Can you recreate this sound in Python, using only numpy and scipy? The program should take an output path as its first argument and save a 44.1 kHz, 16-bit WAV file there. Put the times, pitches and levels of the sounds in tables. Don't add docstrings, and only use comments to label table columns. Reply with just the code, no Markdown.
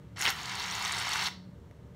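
import sys
import numpy as np
from scipy import signal
from scipy.fft import rfft, irfft
from scipy.io import wavfile
from scipy.ndimage import uniform_filter1d

SR = 44100
rng = np.random.default_rng(int(sys.argv[2]) if len(sys.argv) > 2 else 0)


def voltage_ratio(level):
    return 10 ** (np.asarray(level, float) / 20)


def transcribe(u):
    v = np.clip(np.atleast_2d(u).T, -1, 1)
    q = np.round(v * 32767).astype(np.int16)
    wavfile.write(sys.argv[1], SR, q)


N = 85995

# (frequency [Hz], density [dB per Hz])
AIR_WASH = [(12, -81), (20, -67), (59, -9.5), (180, -4), (213, -11), (465, -18.5), (767, -29), (932, -27.5),
            (15500, -54)]
# (frequency [Hz], width [Hz], level [dB])
HUM_BANDS = [(77.4, 29.4, -57.5), (114, 16.7, -56.5), (145.7, 9.7, -67), (184.3, 5.4, -58),
             (289.3, 8.1, -78.5), (390, 13, -76), (579.4, 25, -71.5), (1233, 30, -81), (467, 15, -69),
             (924, 30, -76)]
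# (frequency [Hz], time to fall 60 dB [s])
ROOM_DECAY = [(500, .22), (1300, .35), (3000, .3), (4500, .4), (6500, .29), (12000, .22)]
# (frequency [Hz], width [Hz], depth [dB])
MIC_DIPS = [(4870, 310, -5), (10220, 1140, -5.5), (2500, 250, -4)]
# (time [s], level [dB])
TICKS = [
    (.162, -47),
    (1.339, -50),
    (1.7115, -45.5),
    (1.947, -55),
]
# (time [s], flow [dB], gas in the jet [dB], aim into the hollow [dB])
VALVE = [(0.158, -72, -19, -11), (0.161, -48, -19, 1), (0.185, -41.5, -15, -0.5), (0.206, -38.5, 9, 2.5),
         (0.252, -29, 3, -2), (0.289, -29, -6, 3.5), (.303, -33.5, 11.5, 0.5), (.325, -42.5, 3, -11),
         (.385, -40, -1.5, -1), (.6, -38, -1, 3.5), (.75, -36, -0.5, 1), (.86, -34.5, -1, 0.5),
         (1.0, -35.5, 1, 2), (1.06, -34, -2.5, 0), (1.2, -33.5, -1.5, 1.5), (1.272, -36.5, 3, 9.5),
         (1.287, -36, 0, -6), (1.296, -81, -3, -11)]
# (frequency [Hz], width [Hz], lift [dB])
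SHOE_MODES = [(397.4, 85, 24.5), (960, 43, 2.5), (1370, 550, 3), (2090, 510, 7.5), (2706, 110, 5.5),
              (3057, 110, 5), (3756, 130, 4), (4525, 286, 6), (5430, 280, 6), (6550, 180, 4.5),
              (7540, 500, 0.5), (8930, 270, 5)]
# (frequency [Hz], level [dB])
HISS_COLOUR = [(600, -46), (1500, -8.5), (4000, -16.5), (7000, -24.5), (10000, -16), (13000, -22),
               (15800, -20)]
# (time [s], level [dB], centre [Hz], length [ms])
SPITS = [(0.1712, -53, 8300, 2.1), (0.1809, -47, 10300, 2.4), (0.1896, -42, 10800, 2.1),
         (0.1937, -32.5, 8300, 2.6), (0.216, -29, 10400, 1.9), (0.2239, -38, 10300, 2.7),
         (0.2286, -39, 10900, 2.0), (0.2327, -41, 10200, 2.7), (0.2409, -36, 11200, 2.5),
         (0.2543, -40.5, 11990, 2.3), (0.275, -38.5, 9900, 2.0), (0.2943, -39, 9960, 4.1),
         (0.3064, -32, 12100, 2.3), (0.312, -46, 12000, 2.3), (0.431, -55.5, 11600, 1.8),
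         (0.5546, -33, 8100, 1.9), (0.5623, -54, 9400, 2.9), (0.5932, -49, 9200, 1.4),
         (0.612, -43, 8900, 1.4), (0.6204, -39, 8600, 1.2), (0.6733, -55, 9100, 2.1),
         (0.7134, -41, 8400, 1.1), (0.7211, -39, 8500, 1.9), (0.753, -43, 9200, 1.9),
         (0.7611, -48.5, 8800, 2.1), (0.8144, -47, 9400, 1.8), (0.8444, -42, 8800, 1.5),
         (0.8507, -39, 8150, 3.5), (0.8707, -42, 11700, 1.4), (0.8808, -39, 8300, 2.5),
         (0.924, -26.5, 8800, 1.9), (0.939, -40, 10200, 1.4), (0.9703, -38, 8900, 4.2),
         (0.985, -33.5, 8400, 1.9), (0.9925, -35, 9250, 2.5), (0.9998, -33, 8700, 1.5),
         (1.0167, -39, 9000, 1.3), (1.0306, -43, 10900, 1.5), (1.094, -44, 10000, 4.8),
         (1.1152, -41, 8600, 3), (1.136, -37.5, 10400, 4), (1.1435, -36.5, 9400, 1.2),
         (1.1706, -35.5, 9000, 1.4), (1.1786, -38, 9700, 1.3), (1.2295, -43, 9000, 1.1),
         (1.242, -47, 8600, 2.1), (1.2467, -40, 9400, 4.1), (1.2507, -47, 12600, 4.4),
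         (1.272, -39, 9000, 1.5), (1.2831, -48, 9600, 1.9)]
# (time [s], level [dB], pitch [Hz], length [ms])
LARGE_POPS = [(0.172, -38.5, 2090, 2.1), (0.173, -36.5, 4330, 1.4), (0.2022, -33, 1754, 2.3),
              (0.202, -30, 5480, 1.3), (0.2104, -24, 2080, 1.54), (0.2119, -32, 5517, 3),
              (0.2165, -27.5, 6780, 2), (0.2237, -23.5, 2737, 1.66), (0.2234, -22, 5500, 1.0),
              (0.2323, -28, 5400, 1.7), (0.2407, -31.5, 4330, 2.1), (0.2547, -16.5, 2500, 1.41),
              (0.2536, -23, 3990, 3.1), (0.2897, -24.5, 1992, 1.98), (0.2837, -24, 2118, 3.1),
              (0.2637, -19.5, 3086, 1.88), (0.2758, -20, 2047, 1.8), (0.2808, -27, 5470, 2.4),
              (0.2891, -24, 4110, 2.5), (0.2868, -21, 2422, 1.6), (0.2707, -21, 2713, 1.57),
              (0.2925, -30, 3164, 1.0), (0.3259, -30, 3145, 1.5), (0.293, -29, 6620, 1.5),
              (0.3031, -27, 6440, 1.65), (0.4324, -33, 6895, 1.3), (0.4595, -35, 6895, 1.3),
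              (0.4566, -27.5, 4425, 1.44), (0.496, -38.5, 6780, 1.3), (0.496, -32, 4500, 1.74),
              (0.5987, -26, 4240, 1.3), (0.6047, -28, 4139, 1.14), (0.6407, -35.5, 5862, 2.1),
              (0.7129, -30.5, 5780, 2.5), (0.7209, -37, 7929, 1.3), (0.7253, -26, 3400, 1.3),
                (0.7523, -31.5, 6895, 1.7), (0.825, -31.5, 6895, 1.7), (0.85, -38, 7929, 2.4),
                (0.8518, -25, 6140, 1.3), (0.857, -24.5, 3794, 3.9), (0.8805, -35.5, 7900, 2.15),
                (0.9223, -27, 6850, 1.3), (0.9371, -31, 3770, 1.7), (0.9796, -30, 2080, 1.7),
                (0.984, -29, 5890, 1.3), (0.9854, -36, 7660, 1.3), (0.9927, -39, 7929, 1.3),
                (0.9999, -35, 8273, 1.0), (1.0917, -34, 7929, 3.3), (1.1189, -26, 4483, 4.1),
                (1.1323, -27, 3420, 1.64), (1.135, -27.5, 5780, 3.5), (1.1594, -23.5, 1373, 1.82),
                (1.221, -43, 6895, 1.3), (1.23, -37, 8800, 1.2), (1.24, -34, 7584, 1.3),
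                (1.2597, -27, 3480, 4.3), (1.2656, -34.5, 1063, 1.4), (1.2723, -21, 3910, 1.0),
                (1.2512, -36.5, 4170, 2.35), (1.194, -28, 4380, 3)]
# (frequency [Hz], density [dB per Hz])
FOAM_COLOUR = [(500, 4.5), (927, 2.5), (2070, -4), (3630, -2.5), (5590, -8), (8800, -21.5), (10500, -42),
               (15500, -48)]

TIME = np.arange(N) / SR
FLOW, GAS, AIM = 1, 2, 3


def evened(x):
    return x / np.sqrt(np.mean(x ** 2) + 1e-20)


def read(points, hz):
    f, value = np.transpose(points)
    return np.interp(np.log(hz + 1), np.log(f + 1), value)


def colour(x, db_at):
    hz = np.fft.rfftfreq(len(x), 1 / SR)
    return irfft(rfft(x) * voltage_ratio(db_at(hz)), len(x))


def peaks_db(modes, hz):
    return sum(db / (1 + (2 * (hz - f) / width) ** 2) for f, width, db in modes)


def bell_db(hz, centre, spread):
    return -20 * np.log10(1 + (np.log((hz + 1) / centre) / spread) ** 4)


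def drift(ms):
    hz = np.fft.rfftfreq(N, 1 / SR)
    slow = rfft(rng.standard_normal(N)) * np.exp(-(hz * ms / 1000) ** 2)
    return evened(irfft(slow, N))


def add(mix, s, sound):
    part = mix[round(s * SR) - len(sound) // 2:][:len(sound)]
    part += sound[:len(part)]


def air():
    out = voltage_ratio(-53) * evened(colour(rng.standard_normal(N), lambda hz: read(AIR_WASH, hz)))
    for f, width, db in HUM_BANDS:
        band = colour(rng.standard_normal(N), lambda hz: -20 * np.log10(1 + (2 * (hz - f) / width) ** 2))
        band = band / abs(signal.hilbert(band)) ** .4
        wander_db = 2.5 * drift(ms=180)
        out = out + voltage_ratio(db + wander_db) * evened(band)
    return out


def room(x):
    taps = np.zeros(SR // 2)
    at = np.arange(200, SR // 2 - 20, 20)
    taps[at + rng.integers(0, 20, len(at))] = rng.choice([-1., 1.], len(at))
    hz, t, z = signal.stft(taps, SR, nperseg=256)
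    decay = voltage_ratio(-60 * t / read(ROOM_DECAY, hz)[:, None])
    tail = signal.istft(z * decay, SR, nperseg=256)[1]
    return signal.fftconvolve(x, tail / np.linalg.norm(tail))[:N]


def ticks():
    snap_hz, body_hz, decay_ms, dull_hz = 2100, 650, 1.2, 2800
    out, t = np.zeros(N), np.arange(400) / SR
    body = voltage_ratio(-3) * np.exp(-t * 400 / decay_ms) * np.sin(2 * np.pi * body_hz * t)
    for s, db in TICKS:
        ragged = np.sin(2 * np.pi * snap_hz * t) + .6 * rng.standard_normal(400)
        snap = np.exp(-t * 1000 / decay_ms) * ragged + body
        add(out, s, voltage_ratio(db) * np.r_[0 * t, snap])
    return colour(out, lambda hz: -10 * np.log10(1 + (hz / dull_hz) ** 2))


def valve(column):
    rows = np.array(VALVE)
    return np.interp(TIME, rows[:, 0], rows[:, column])


def shoe_db(hz):
    foot_hz, floor_db = 760, -18
    foot = 1 / (1 + (foot_hz / (hz + 1)) ** 16) + voltage_ratio(2 * floor_db)
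    return peaks_db(SHOE_MODES, hz) + 10 * np.log10(foot)


def spits():
    out, t = np.zeros(N), (np.arange(600) - 300) / SR * 1000
    for (s, db, hz, ms), rag in zip(SPITS, rng.standard_normal((len(SPITS), 600))):
        u = t / ms
        jet = colour(rag, lambda f: bell_db(f, hz, spread=0.17))
        shape = np.exp(-np.where(u < 0, 5, 2) * u ** 2)
        add(out, s, voltage_ratio(db - 4) * evened(jet * shape) * np.sqrt(np.mean(shape ** 2)))
    return out


def blip(hz, ms, rag):
    glide, roughness, puff_db = .05, .45, -5
    u = (np.arange(600) - 300) / SR * 1000 / ms
    tone = np.sin(2 * np.pi * np.cumsum(hz * (1 + glide * u)) / SR)
    wobble = 1 + roughness * evened(uniform_filter1d(rag, size=12))
    puff = evened(colour(rag[::-1], lambda f: bell_db(f, hz, spread=.3)))
    return np.exp(-2.8 * u ** 2) * wobble * tone + voltage_ratio(puff_db) * np.exp(-4.5 * u ** 2) * puff


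def large_pops():
    out, rows = np.zeros(N), LARGE_POPS
    for (s, db, hz, ms), rag in zip(rows, rng.standard_normal((len(rows), 600))):
        add(out, s, voltage_ratio(db - 1.2) * blip(hz, ms, rag))
    return out


def crackles():
    per_s, low_hz, top_hz, shortest_ms = 220, 3500, 8500, .55
    out = np.zeros(N)
    flow_db = np.minimum(valve(FLOW), -34) + .5 * valve(GAS)
    for at, pitch, size, length in rng.random((int(per_s * N / SR), 4)):
        hz = low_hz * (top_hz / low_hz) ** pitch
        n = int(400 + at * (N - 800))
        burst = blip(hz, shortest_ms * (1 + length), rng.standard_normal(600))
        add(out, n / SR, voltage_ratio(flow_db[n] - 12 + 11.6 * size ** 2) * burst)
    return out


def nozzle():
    hiss = evened(colour(rng.standard_normal(N), lambda hz: read(HISS_COLOUR, hz) + shoe_db(hz)))
    flicker_db = 1.6 * drift(ms=14)
    return voltage_ratio(-11.5 + valve(FLOW) + valve(GAS) + flicker_db) * hiss


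def foam(count=32):
    bubbles_per_s, cycles, size_db = 6500, 2.91, 1.5
    bursts = rng.random(N) < bubbles_per_s / SR
    size = voltage_ratio(size_db * np.minimum(rng.exponential(1, N), 4)) * bursts
    kind, out = rng.integers(0, count, N), np.zeros(N)
    for k, hz in enumerate(np.geomspace(650, 15000, count)):
        u = np.arange(0, 3 * cycles, hz / SR)
        ring = u * np.exp(-4 * u / cycles) * np.sin(2 * np.pi * u)
        ring = ring / np.linalg.norm(ring)
        level = voltage_ratio(read(FOAM_COLOUR, hz)) * np.sqrt(hz)
        out += level * signal.oaconvolve(size * (kind == k), ring)[:N]
    clump_db = (1.42 + 0.04 * (TIME < .3)) * drift(ms=2)
    return voltage_ratio(valve(FLOW) + clump_db) * evened(colour(out, shoe_db))


def filling(x):
    low = colour(x, lambda hz: -10 * np.log10(1 + (hz / 1690) ** 4))
    ring = colour(x, lambda hz: bell_db(hz, 4970, spread=0.36))
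    fill_db = 1 * (TIME - 1.92)
    return x + low * (voltage_ratio(fill_db) - 1) + ring * (voltage_ratio(valve(AIM)) - 1)


def scene():
    spray = filling(foam() + nozzle()) + large_pops() + crackles() + spits() + ticks()
    return (spray + voltage_ratio(-11) * room(spray) + air())[None]


def roll_off(x):
    return signal.sosfilt(signal.butter(12, 15720, fs=SR, output="sos"), x)


def record(dry):
    x = colour(dry[0], lambda hz: peaks_db(MIC_DIPS, hz))[None]
    band_limit = signal.firwin(511, 15760, window=("kaiser", 9), fs=SR)
    x = signal.oaconvolve(x, band_limit[None], "same")
    return roll_off(x)


dry = scene()
out = record(dry)
transcribe(out)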